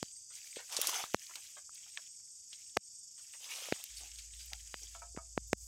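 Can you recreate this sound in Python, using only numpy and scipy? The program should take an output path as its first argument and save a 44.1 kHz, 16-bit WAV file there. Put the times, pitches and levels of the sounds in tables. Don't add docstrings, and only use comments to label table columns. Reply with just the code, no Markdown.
import sys
import numpy as np
from scipy import signal
from scipy.fft import rfft, irfft, next_fast_len
from scipy.io import wavfile
from scipy.ndimage import uniform_filter1d, minimum_filter1d, map_coordinates

SR = 44100
rng = np.random.default_rng(int(sys.argv[2]) if len(sys.argv) > 2 else 0)


def store_wav(level_fs):
    pcm = np.round(np.clip(np.atleast_2d(level_fs), -1, 1) * 32767)
    wavfile.write(sys.argv[1], SR, pcm.T.astype(np.int16))


N = 250047
TIME_S = np.arange(N) / SR


def amp(db):
    return 10 ** (np.asarray(db) / 20)


def unit(x):
    return x / np.sqrt(np.mean(x ** 2) + 1e-20)


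def wobble(rate_hz):
    return map_coordinates(rng.standard_normal(int(N * rate_hz / SR) + 4), [TIME_S * rate_hz])


def filtered(x, response):
    size = next_fast_len(len(x) + 4096)
    return irfft(rfft(x, size) * response(np.fft.rfftfreq(size, 1 / SR) + 1), size)[:len(x)]


def coloured(x, spectrum):
    f, db = np.transpose(spectrum)
    return unit(filtered(x, lambda hz: amp(np.interp(np.log(hz), np.log(f), db))))


def band(count, hz, octaves):
    noise = rng.standard_normal(count)
    return unit(filtered(noise, lambda f: np.exp(-.5 * (np.log2(f / hz) / octaves) ** 2)))


def add(track, start_s, sound):
    i = max(round(start_s * SR), 0)
    track[i:i + len(sound)] += sound[:max(N - i, 0)]


def resonant(x, depth_db, spacing_hz=170):
    heights = rng.standard_normal(1024)
    return unit(filtered(x, lambda hz: amp(depth_db * map_coordinates(heights, [hz / spacing_hz]))))


def patchy(x, depth_db, size):
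    spectra = signal.stft(x, nperseg=size)[2]
    field = uniform_filter1d(rng.standard_normal(spectra.shape), size=4, axis=0)
    field = uniform_filter1d(field, size=6, axis=1)
    return signal.istft(spectra * amp(depth_db * unit(field)), nperseg=size)[1][:N]


def crackle(per_s, hz, cycles, spread_db, size=256):
    shape = (int(per_s * N / SR), 1)
    onsets = rng.integers(0, N, shape)
    pitch_hz = np.minimum(hz * np.exp(.5 * rng.standard_normal(shape)), SR / 2)
    strength = amp(spread_db * np.minimum(rng.exponential(size=shape), 4)) * rng.choice([-1, 1], shape)
    turns = pitch_hz * np.arange(size) / SR
    grains = strength * np.sin(2 * np.pi * turns) * np.exp(-turns / cycles)
    return unit(np.bincount((onsets + np.arange(size)).ravel(), grains.ravel(), N)[:N])


# f/Hz, relative density/dB
AIR_SPECTRUM = [(20, -7), (45, 5), (75, 3), (150, -6), (350, -17), (2000, -26.5), (15000, -29.5)]


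def air():
    return amp(-79.5) * coloured(rng.standard_normal(N), AIR_SPECTRUM)


def drone(start_s=3.88, hz=55.8, rise_db_per_s=3.5, waver_db=1.5):
    age_s = TIME_S - start_s
    gain = np.clip(age_s / 0.067, 0, 1) * amp(-52 + rise_db_per_s * age_s + waver_db * wobble(12))
    tone = np.sin(2 * np.pi * np.cumsum(hz + 1.71 * wobble(11)) / SR)
    return gain * (tone + 0.21 * band(N, 49.4, 0.58))


# f/Hz, relative density/dB
CHORUS_SPECTRUM = [(2000, -45), (2650, -32), (3100, -29), (3600, -20.5), (4100, -34.5), (4600, -8),
                   (5900, -4.5), (6900, 1), (7600, -3.5), (8150, 2.5), (8650, -21.5), (10000, -27),
                   (11300, -14.5), (12200, -38), (15500, -36), (17000, -55)]
# start/s, end/s, f/Hz, level/dB, pulse rate/Hz
TRILLS = [(-.2, 0.92, 4700, -66.5, 28), (-.2, 1.44, 6070, -65, 31), (1.8, 3.4, 5530, -64.5, 42),
          (4.68, 4.92, 4770, -62, 25.5)]


def insects():
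    flutter_db = 0.17 * wobble(2.6) + 1.4 * wobble(90)
    out = amp(-54.5 + flutter_db) * coloured(rng.standard_normal(N), CHORUS_SPECTRUM)
    for start_s, end_s, hz, db, pulse_hz in TRILLS:
        bout = np.clip(np.minimum(TIME_S - start_s, end_s - TIME_S) / 0.037, 0, 1)
        pulses = 1 + .55 * np.sin(2 * np.pi * pulse_hz * TIME_S + 1.3 * wobble(9))
        out += amp(db) * bout * unit(band(N, hz, 110 / hz) * pulses)
    return out


# start/s, end/s, period/s, level/dB
CRICKET_RUNS = [(0.113, .8, 0.19, -50.5), (1.345, 2.42, 0.19, -54), (2.504, 2.88, 0.14, -55),
                (2.937, 4.4, 0.2, -52.5)]


def cricket(stroke_s=.042, jitter_s=.012):
    out, u = np.zeros(N), np.linspace(0, 1, int(stroke_s * SR))
    speed = np.sin(np.pi * u)
    for start_s, end_s, period_s, db in CRICKET_RUNS:
        for beat_s in np.arange(start_s, end_s, period_s):
            at_s = beat_s + rng.normal(0, jitter_s)
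            for stroke in range(2):
                hz = 8120 + 190 * speed - 70 * u + rng.normal(0, 25) + 70 * band(len(u), 150, 0.96)
                tone = np.sin(2 * np.pi * np.cumsum(hz) / SR)
                add(out, at_s + stroke * stroke_s, amp(db + rng.normal(0, 1)) * speed * tone)
    return out


# t/s, relative level/dB
KNOCK_HITS = [(4.948, -34), (5.019, -31), (5.182, -33)]
# f/Hz, relative level/dB, t60/s
HOLLOW_MODES = [(680, -9.5, .23), (947, -6, .094), (1270, -3, .12), (2290, -10, 0.075)]


def knocks(gain_db=-13.5):
    out, t = np.zeros(N), np.arange(SR // 3) / SR
    attack = 1 - np.exp(-t / 0.0012)
    for at_s, db in KNOCK_HITS:
        for hz, mode_db, t60_s in HOLLOW_MODES:
            ring = np.sin(2 * np.pi * hz * rng.normal(1, 0.016) * t) + 0.49 * band(len(t), hz, 0.32)
            add(out, at_s, amp(gain_db + db + mode_db - 60 * t / t60_s) * ring * attack)
    return out


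# t/s, level/dB, f/Hz, length/s
LEAF_SCUFFS = [(0.301, -65.5, 1520, 0.064), (0.582, -52, 1030, 0.086), (1.292, -58, 1200, 0.079),
               (1.351, -60.5, 1020, 0.09), (1.565, -54.5, 1170, 0.061), (1.744, -57.5, 10000, .03),
               (1.861, -68, 1410, .045), (1.979, -59.5, 1300, 0.05), (2.195, -74.5, 1190, 0.028),
               (3.174, -64.5, 1927, 0.078), (3.341, -66, 1090, 0.053), (3.964, -49, 5440, 0.11),
               (3.999, -63.5, 654, .14), (4.388, -53.5, 4000, 0.13), (4.455, -51, 11600, .025),
               (4.516, -56, 994, 0.062), (4.814, -68.5, 427, 0.07), (5.47, -63, 10000, .055)]


def brushes(peak_share=0.15):
    out, t = np.zeros(N), np.arange(SR // 4) / SR
    for at_s, db, hz, length_s in LEAF_SCUFFS:
        u = t / (peak_share * length_s)
        friction = band(len(t), hz, octaves=0.84) * amp(2 * band(len(t), 150, 1))
        add(out, at_s, amp(db) * u * np.exp(1 - u) * resonant(friction, depth_db=5.5))
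    return out


# t/s, level/dB,
# f/Hz
DAMP_RINGS = [(.5684, -22.5, 480), (.7893, -19, 520), (.955, -28.5, 1360), (1.0398, -29, 1200),
              (1.693, -40, 1270), (1.9738, -24, 1800), (2.768, -20, 1100), (2.7715, -11.5, 622),
              (3.686, -27.5, 584), (5.147, -33, 390)]


def damp_rings(t60_at_1khz_s=0.0097):
    out, t = np.zeros(N), np.arange(SR // 12) / SR
    for at_s, db, hz in DAMP_RINGS:
        t60_s = t60_at_1khz_s / (hz / 1000) ** .15
        ring = np.sin(2 * np.pi * hz * t) + 0.12 * np.sin(2 * np.pi * 1.524 * hz * t)
        attack = (1 - np.exp(-t * hz / .5)) ** 2
        add(out, at_s, amp(db - 60 * t / t60_s) * ring * attack)
    return out


def swing(t, hz):
    phase = 2 * np.pi * hz * t
    return np.tanh(phase / 0.14) * np.exp(-abs(phase) / 1.65) * np.cos(0.4 * phase)


# t/s, level/dB, thud f/Hz, rebound share, relative crack level/dB, crack f/Hz
TIP_FLICKS = [(0.0291, -26, 256, 0, 8, 4950), (1.1458, -7.5, 489, 0.08, -5.5, 5360),
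              (2.7691, -15, 670, 0, -10, 4144), (2.7715, -3, 704, 0.25, -3.5, 5520),
              (3.7244, -18, 460, 1, -9, 2380), (4.7426, -31.5, 654, 0, 5.5, 2230),
              (5.1752, -30.5, 225, 0.03, -25, 1410), (5.3776, -18, 350, 0.03, -13.5, 2950),
              (5.5314, -6.5, 476, 0.47, -2.5, 5650)]
# f/Hz, relative level/dB, t60/s
CASE_MODES = [(103, -30, 0.03), (197, -28.5, 0.038)]


def flicks(rebound_s=.00044):
    out, t = np.zeros(N), np.arange(-SR // 100, SR // 20) / SR
    age_s = np.maximum(t, 0)
    shudder = sum(amp(db - 60 * age_s / t60_s) * np.sin(2 * np.pi * hz * age_s)
                  for hz, db, t60_s in CASE_MODES)
    for at_s, db, thud_hz, rebound, crack_db, crack_hz in TIP_FLICKS:
        thud = swing(t, thud_hz) + rebound * swing(t - rebound_s, thud_hz)
        crack = np.cos(2 * np.pi * crack_hz * t) * np.exp(-abs(t) * crack_hz / 0.36)
        scratch = 0.25 * band(len(t), crack_hz, 0.48) * np.exp(-abs(t) / 0.00073)
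        add(out, at_s + t[0], amp(db) * (thud + amp(crack_db) * (crack + scratch) + shudder))
    return out


# t/s, level/dB, f/Hz, width/octaves, t60/s
STEM_SNAPS = [(0.559, -47.5, 3000, 0.67, 0.22), (.724, -40.5, 4880, 0.84, 0.13),
              (.767, -29, 5300, 0.61, 0.056), (.815, -25.5, 6640, 1.1, .035), (.871, -25, 6500, .7, 0.033),
              (0.8947, -33, 6460, 1.2, .028), (0.943, -37, 3270, 1.2, 0.034), (1.0398, -38, 1700, .7, .014),
              (1.139, -39, 4050, 1.2, 0.008), (1.3563, -42, 3800, 1.04, 0.048),
              (1.9738, -35.5, 2500, 0.71, 0.021), (2.53, -48, 4040, 0.56, 0.076),
              (3.337, -54, 2130, 0.54, 0.085), (3.84, -36, 11300, 1.58, 0.016),
              (4.186, -46, 4260, 0.8, .12), (4.5332, -38, 3570, 0.92, 0.016), (4.833, -39, 5900, .16, .025),
              (4.871, -48.5, 3120, 0.22, 0.016), (5.1645, -49.5, 1500, 1.1, 0.015)]


def snaps(crack_t60_s=0.0035):
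    out, t = np.zeros(N), np.arange(SR // 8) / SR
    for at_s, db, hz, octaves, tear_t60_s in STEM_SNAPS:
        envelope = amp(-60 * t / crack_t60_s) + amp(-60 * t / tear_t60_s)
        add(out, at_s, amp(db) * envelope * resonant(band(len(t), hz, octaves), depth_db=2))
    return out


# start/s, end/s, rustle level/dB, fizz level/dB
FROND_SWEEPS = [(-.05, 0.042, -62, -68), (.3, .72, -60, -62.5), (1.0, 1.516, -58, -60.5),
                (1.71, 2.03, -63, -69.5), (2.5, 2.76, -67.5, -74.5), (3.16, 3.42, -65.5, -67.5),
                (3.74, 4.222, -58, -65), (4.3, 4.978, -62.5, -66.5), (5.548, 5.72, -91, -61.5)]


def sweep_gains(attack_s=0.035, settle_s=0.068, sag_db_per_s=3.5, fizz_lag_s=.04, litter_db=-26.5):
    for start_s, end_s, rustle_db, fizz_db in FROND_SWEEPS:
        age_s = np.maximum(TIME_S - start_s, 0)
        push = np.minimum(age_s / attack_s, 1) * np.exp(-np.maximum(TIME_S - end_s, 0) / settle_s)
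        push *= amp(-sag_db_per_s * (TIME_S - (start_s + end_s) / 2))
        edges = 1 - np.exp(-age_s / fizz_lag_s)
        yield amp(rustle_db + litter_db) * push, amp(rustle_db) * push, amp(fizz_db) * push * edges


# t/s, length/s, crush level/dB, rustle level/dB, fizz level/dB
FOOTSTEPS = [(.685, 0.42, -47, -40, -47), (3.392, 0.48, -59, -47, -54)]


def step_gains(skew=0.79):
    for start_s, length_s, crush_db, rustle_db, fizz_db in FOOTSTEPS:
        progress = np.clip((TIME_S - start_s) / length_s, 0, 1)
        load = abs(np.sin(np.pi * progress ** skew))
        yield amp(crush_db) * load ** 1.18, amp(rustle_db) * load ** 1.07, amp(fizz_db) * load


# f/Hz, relative level/dB
CRUSH_EQ = [(100, -39.5), (250, -14.5), (550, 0), (1200, 4), (2000, -0.5), (4000, -32.5)]
# f/Hz, relative level/dB
RUSTLE_EQ = [(700, -43.5), (1400, -15.5), (2300, -3), (3300, 0), (4300, -3.5), (5400, 2), (6500, 4),
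             (8500, -8), (11000, -16), (16000, -29.5)]
# f/Hz, relative level/dB
FIZZ_EQ = [(3000, -24.5), (6500, -3.5), (9000, 1), (12000, -1), (15000, -3.5), (16500, -8.5)]


def leaves(idle_rustle_db=-82, idle_fizz_db=-82.5):
    gains = np.array([[0], [amp(idle_rustle_db)], [amp(idle_fizz_db)]])
    for movement in (*step_gains(), *sweep_gains()):
        gains = np.hypot(gains, movement)
    crush_gain, rustle_gain, fizz_gain = gains
    crushing = crackle(900, 1000, cycles=2.8, spread_db=4.5) + 1.9 * rng.standard_normal(N)
    sliding = crackle(1000, 3800, cycles=0.65, spread_db=0) + 1.5 * rng.standard_normal(N)
    rustle = coloured(patchy(patchy(sliding, 2, size=256), 2, size=1024), RUSTLE_EQ)
    crush = unit(patchy(coloured(crushing, CRUSH_EQ), 1.8, size=1024))
    fizz = coloured(crackle(1300, 9200, cycles=2.1, spread_db=0.5) + .9 * rng.standard_normal(N), FIZZ_EQ)
    ticks = coloured(crackle(55, 4500, cycles=3, spread_db=3), RUSTLE_EQ)
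    crinkles = np.minimum(rustle_gain * amp(-5), amp(-58.5)) * ticks
    stick_slip = amp(1.8 * wobble(45) + 1.2 * wobble(14))
    return crinkles + stick_slip * (crush_gain * crush + rustle_gain * rustle + fizz_gain * fizz)


def scene():
    undergrowth = leaves() + brushes() + snaps() + damp_rings() + flicks()
    return (undergrowth + knocks() + insects() + drone() + air() + cricket())[None]


def record(dry):
    threshold, hold_s, release_s = 0.24, 0.032, 0.029
    low_cut_hz, top_hz = 75, 15900
    needed_db = -20 * np.log10(np.maximum(abs(dry[0]) / threshold, 1))
    hold = int(hold_s * SR)
    held_db = minimum_filter1d(needed_db, hold, origin=(hold - 1) // 2)
    pole = np.exp(-1 / (release_s * SR))
    gain_db = np.minimum(held_db, signal.lfilter([1 - pole], [1, -pole], held_db))
    gain_db = uniform_filter1d(minimum_filter1d(gain_db, size=221), size=221)
    low_cut = signal.butter(2, low_cut_hz, "high", fs=SR, output="sos")
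    limited = signal.sosfilt(low_cut, dry[0] * amp(gain_db))
    return filtered(limited, lambda hz: 1 / (1 + (hz / top_hz) ** 120))[None]


dry = scene()
out = record(dry)
store_wav(out)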